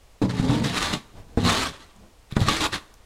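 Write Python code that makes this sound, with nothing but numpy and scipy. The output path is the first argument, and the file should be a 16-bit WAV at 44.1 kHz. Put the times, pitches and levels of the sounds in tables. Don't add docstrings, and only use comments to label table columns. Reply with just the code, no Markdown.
import sys
import numpy as np
from scipy import signal
from scipy.fft import rfft, irfft, next_fast_len
from scipy.io import wavfile
from scipy.ndimage import uniform_filter1d, map_coordinates

SR = 44100
rng = np.random.default_rng(int(sys.argv[2]) if len(sys.argv) > 2 else 0)


def bounce(signal):
    frames = np.transpose(np.atleast_2d(signal))
    limited = np.clip(frames, -1, 1)
    pcm = np.round(limited * 32767).astype(np.int16)
    wavfile.write(sys.argv[1], SR, pcm)


N = 134505

# frequency in Hz, width in Hz, gain in dB.
BLADE_MODES = [(733, 24, 1.5), (937, 17, 0), (1160, 69, 3), (1530, 65, -6), (1884, 170, -5),
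               (2870, 110, -25), (3700, 260, -0.5), (4030, 290, 1)]
# frequency in Hz, gain in dB.
CRUST_COLOUR = [(25, -3), (70, 2.5), (150, -6), (290, 1), (400, -3), (580, -8), (760, -5.5), (1200, -3),
                (2200, -5), (3600, -6), (5300, -11.5), (7200, -14), (10000, -21), (12500, -30),
                (15800, -38.5)]
BLADE_RING_DB = 1.5


def amp(db):
    return 10 ** (np.asarray(db) / 20)


def unit(x):
    return x / np.sqrt(np.mean(x ** 2) + 1e-20)


def peaked(x):
    return x / np.abs(x).max()


def filtered(x, response):
    size = 2 * next_fast_len(len(x) // 2 + 4096)
    spectrum = rfft(x, size) * response(np.fft.rfftfreq(size, 1 / SR))
    return irfft(spectrum, size)[:len(x)]


def coloured(x, points):
    def response(hz):
        point_hz, point_db = np.transpose(points)
        db = np.interp(np.log(hz + 1), np.log(point_hz + 1), point_db)
        cepstrum = irfft(np.log(amp(db)))
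        half = len(cepstrum) // 2
        cepstrum[1:half] *= 2
        cepstrum[half + 1:] = 0
        return np.exp(rfft(cepstrum))
    return filtered(x, response)


def ringing(x, modes):
    def response(f):
        return sum(amp(db) * 1j * f * width / (hz * hz - f * f + 1j * f * width)
                   for hz, width, db in modes)
    return filtered(x, response)


def gain(strokes):
    release_db_per_s = 252
    t = np.arange(N) / SR
    total = np.zeros(N)
    for rows in strokes:
        s, db = np.transpose(rows)[:2]
        level_db = np.interp(t, s, db, left=-200)
        total += amp(level_db - release_db_per_s * np.maximum(t - s[-1], 0))
    return total


def add(track, s, sound):
    part = track[round(s * SR):][:len(sound)]
    part += sound[:len(part)]


def burst(t60_s):
    t = np.arange(SR // 4) / SR
    return rng.standard_normal(len(t)) * amp(-60 * t / t60_s)


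def wobble(knots_per_s):
    return map_coordinates(rng.standard_normal(N // 10), [np.arange(N) * knots_per_s / SR])


def bent(x, ratio):
    return map_coordinates(x, [np.cumsum(ratio) % (N - 1)])


def patchy(x):
    patch_db = 1.4
    z = signal.stft(x, nperseg=512)[2]
    field = uniform_filter1d(rng.standard_normal(z.shape), size=5, axis=0)
    field = uniform_filter1d(field, size=7, axis=1)
    return signal.istft(z * amp(patch_db * unit(field)), nperseg=512)[1][:N]


def still_air():
    # frequency in Hz, gain in dB.
    air_colour = [(20, -3), (60, -6.5), (110, -14), (190, -24), (480, -20.5), (1050, -25), (1500, -29.5),
                  (3100, -31), (8000, -35.5), (12000, -41.5), (15800, -46)]
    rms_db = -53.5
    return amp(rms_db) * unit(coloured(rng.standard_normal(N), air_colour))


def echo(x, t60_s, delay_s):
    out, t = np.zeros(N), np.arange(SR) / SR
    centres = np.linspace(0, N, num=12)
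    for centre in centres:
        tail = rng.standard_normal(SR) * amp(-60 * t / t60_s)
        share = np.clip(1 - np.abs(np.arange(N) - centre) / centres[1], 0, 1)
        answer = signal.fftconvolve(x * np.sqrt(share), tail / np.linalg.norm(tail))
        add(out, delay_s, answer)
    return coloured(out, [(100, 8.5), (1000, 7), (4000, 0.5), (12000, 8)])


def surroundings(work):
    wall_gain_db, forest_gain_db = -14, -28
    wall = amp(wall_gain_db) * echo(work, t60_s=0.15, delay_s=0.004)
    forest = amp(forest_gain_db) * echo(work, t60_s=0.85, delay_s=0.021)
    return wall + forest


def boots():
    # centre in seconds, level in dB, half length (standard deviation) in seconds.
    steps = [(1.183, -40, 0.027), (1.326, -47.5, 0.052), (1.967, -52.5, 0.016), (2.042, -49, 0.038)]
    # frequency in Hz, gain in dB.
    boot_colour = [(30, 8), (90, 2), (220, -1), (400, -10), (700, -9.5), (1500, -22.5), (5000, -29),
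                   (15000, -45)]
    t = np.arange(N) / SR
    weight = sum(amp(db) * np.exp(-.5 * ((t - s) / half_s) ** 2) for s, db, half_s in steps)
    return weight * unit(coloured(rng.standard_normal(N), boot_colour))


def crumbs():
    # start in seconds, peak in dB, pitch in Hz.
    ticks = [(1.963, -46, 7050), (2.316, -41, 10930), (2.323, -30, 3825), (2.394, -30, 4010),
             (2.405, -20.5, 3800), (2.414, -28, 3430), (2.9404, -39.5, 6600)]
    width_ratio, burst_t60_s = 0.15, 0.0083
    out = np.zeros(N)
    for s, db, hz in ticks:
        tick = ringing(burst(burst_t60_s), [(hz, width_ratio * hz, 0)])
        add(out, s, amp(db) * peaked(tick))
    return out


def catches():
    # start in seconds, peak in dB, burst T60 in seconds.
    ice_hits = [(0.293, -28, 0.05), (0.639, -28, 0.081), (.776, -37, 0.016), (0.805, -28, 0.034),
                (0.826, -23, 0.077), (0.936, -15, 0.034), (1.503, -12, 0.035), (2.366, -20, 0.02),
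                (2.485, -5.5, 0.01), (2.664, -19.5, 0.014), (2.726, -21.5, 0.1), (2.74, -16.5, .03)]
    out = np.zeros(N)
    for s, db, t60_s in ice_hits:
        force = burst(t60_s)
        ring = amp(BLADE_RING_DB) * ringing(force, BLADE_MODES)
        add(out, s, amp(db) * peaked(coloured(force + ring, CRUST_COLOUR)))
    return out


def thuds():
    # start in seconds, knock peak in dB, pitch in Hz, T60 in cycles, crunch in dB re knock.
    knocks = [(0.2167, -13, 298, 8.4, -11), (.2235, -14, 331, 7, -8.5), (0.2407, -10.5, 236, 4.1, -33),
              (0.398, -9.5, 162, 5.9, -26), (.495, -11.5, 156, 4.6, -10.5), (1.3745, -5, 221.3, 1.3, -18.5),
              (1.382, -41, 228.7, 4.67, 11.5), (2.3245, -21, 138.3, 4, -42), (2.3672, -6, 180, 1.9, -11.5),
              (2.415, -12, 103, 9.1, -14), (2.48, -17.5, 118.5, 4.8, -13), (2.4843, -10, 1167, 35, -11)]
    # frequency in Hz, gain in dB.
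    crunch_colour = [(60, -1), (290, -11), (480, -19.5), (800, -6), (1800, -15.5), (4000, -39),
                     (8000, -34.5), (15000, -53)]
    rise_s, crunch_t60_s = 0.0004, 0.066
    out, t = np.zeros(N), np.arange(SR // 4) / SR
    for s, db, hz, cycles, crunch_db in knocks:
        decay = amp(-60 * t * hz / cycles)
        knock = np.sin(2 * np.pi * hz * t) * decay * (1 - np.exp(-t / rise_s))
        crunch = peaked(coloured(burst(crunch_t60_s), crunch_colour))
        add(out, s, amp(db) * (peaked(knock) + amp(crunch_db) * crunch))
    return out


def judder():
    # time in seconds, level in dB before trim, main mode's pitch in Hz.
    pushes = [
        [(.216, -24.5, 205.5), (.25, -24, 202.3), (.28, -28.5, 198.2), (.35, -33.5, 192.1), (.39, -29, 181.2),
         (.47, -24.5, 185), (.5, -21.5, 193.2), (.545, -22, 206), (.6, -24, 204.6), (.665, -30, 205),
         (.70, -33, 170.4), (.86, -48.5, 188.8), (.94, -27.5, 203.5), (.975, -66, 198)],
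        [(1.376, -21, 189.4), (1.41, -30, 177.5), (1.465, -25.5, 160), (1.5, -29, 167.3), (1.54, -43, 130),
         (1.68, -43, 120)],
        [(2.368, -36.5, 230.4), (2.39, -29, 220), (2.42, -25, 115.3), (2.45, -32.5, 113.1), (2.485, -25, 199.8),
         (2.53, -43, 206), (2.62, -46, 224.4), (2.69, -44, 212.7), (2.71, -60, 197)],
    ]
    # frequency in Hz, width in Hz, gain in dB.
    flex_modes = [(92, 61, 1), (136, 46, 4), (202.7, 46, 7.5), (290, 16.7, 6), (440, 98, -1),
                  (596, 90, -5.5), (820, 66, -6.5), (898, 55, -1.5)]
    slips_per_s, slip_jitter, slip_scatter_db = 105, 0.45, 3.5
    soft_hz, rub, rest_hz, trim_db = 1150, 1, 205, 1.5
    draws = rng.standard_normal((1000, 2))
    times = np.cumsum(np.exp(slip_jitter * draws[:, 0])) / slips_per_s
    slips = np.bincount((times * SR).astype(int), amp(slip_scatter_db * draws[:, 1]), N)[:N]
    force = unit(slips) + rub * rng.standard_normal(N)
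    force = filtered(force, lambda hz: 1 / (1 + (hz / soft_hz) ** 4))
    flexing = ringing(ringing(force, flex_modes), flex_modes)
    s, _, pitch_hz = np.concatenate(pushes).T
    ratio = np.interp(np.arange(N) / SR, s, pitch_hz) / rest_hz
    groan = bent(flexing, ratio)
    return unit(groan) * gain(pushes) * amp(trim_db)


def rasp():
    # time in seconds, level in dB before trim and brightening.
    scrapes = [
        [(0.2, -121), (0.22, -34.5), (0.282, -52), (0.296, -37), (0.334, -45), (0.384, -37.5), (0.46, -39),
         (0.552, -35), (0.632, -42.5), (0.642, -27.5), (0.728, -36), (0.78, -24), (0.796, -34.5),
         (0.826, -25.5), (0.924, -33), (0.936, -24.5), (0.992, -50), (1.1, -74)],
        [(1.35, -68), (1.362, -88), (1.374, -41.5), (1.42, -40), (1.46, -24.5), (1.49, -25), (1.504, -22.5),
         (1.516, -25.5), (1.624, -26), (1.692, -34.5), (1.712, -46), (1.788, -52), (1.822, -47), (1.856, -58.5),
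         (1.9, -59)],
        [(2.28, -88), (2.312, -46), (2.346, -54), (2.368, -35.5), (2.382, -47), (2.416, -32), (2.452, -37.5),
         (2.486, -24), (2.506, -27), (2.602, -29), (2.608, -24), (2.668, -25), (2.688, -58), (2.718, -44.5),
         (2.732, -29), (2.756, -28), (2.792, -49), (2.88, -80)],
    ]
    grains_per_s, grain_scatter_db, powder = 2400, 5, 0.82
    chatter_knots_per_s, chatter_db = 110, 1.5
    load_knots_per_s, load_bend = 14, 0.045
    bright_hz, bright_exponent, full_db, trim_db = 6450, 0.1, -25, -0.5

    grains = (rng.random(N) < grains_per_s / SR) * rng.choice([-1, 1], N)
    grains = grains * amp(grain_scatter_db * np.clip(rng.standard_normal(N), -2, 2))
    force = unit(grains) + powder * rng.standard_normal(N)
    force = force * amp(chatter_db * wobble(chatter_knots_per_s))
    ring = bent(ringing(force, BLADE_MODES), 1 + load_bend * wobble(load_knots_per_s))
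    sound = coloured(patchy(force + amp(BLADE_RING_DB) * ring), CRUST_COLOUR)
    sound = sound / filtered(sound, lambda hz: hz > 1500).std()

    dull = filtered(sound, lambda hz: 1 / (1 + (hz / bright_hz) ** 2))
    level = gain(scrapes)
    brightness = (level / amp(full_db)) ** bright_exponent
    return amp(trim_db) * level * (dull + (sound - dull) * brightness)


def scene():
    work = boots() + crumbs() + catches() + thuds() + judder() + rasp()
    return (work + surroundings(work) + still_air())[None]


def record(dry):
    top_hz = 15850
    return np.array([filtered(dry[0], lambda hz: hz < top_hz)])


dry = scene()
out = record(dry)
bounce(out)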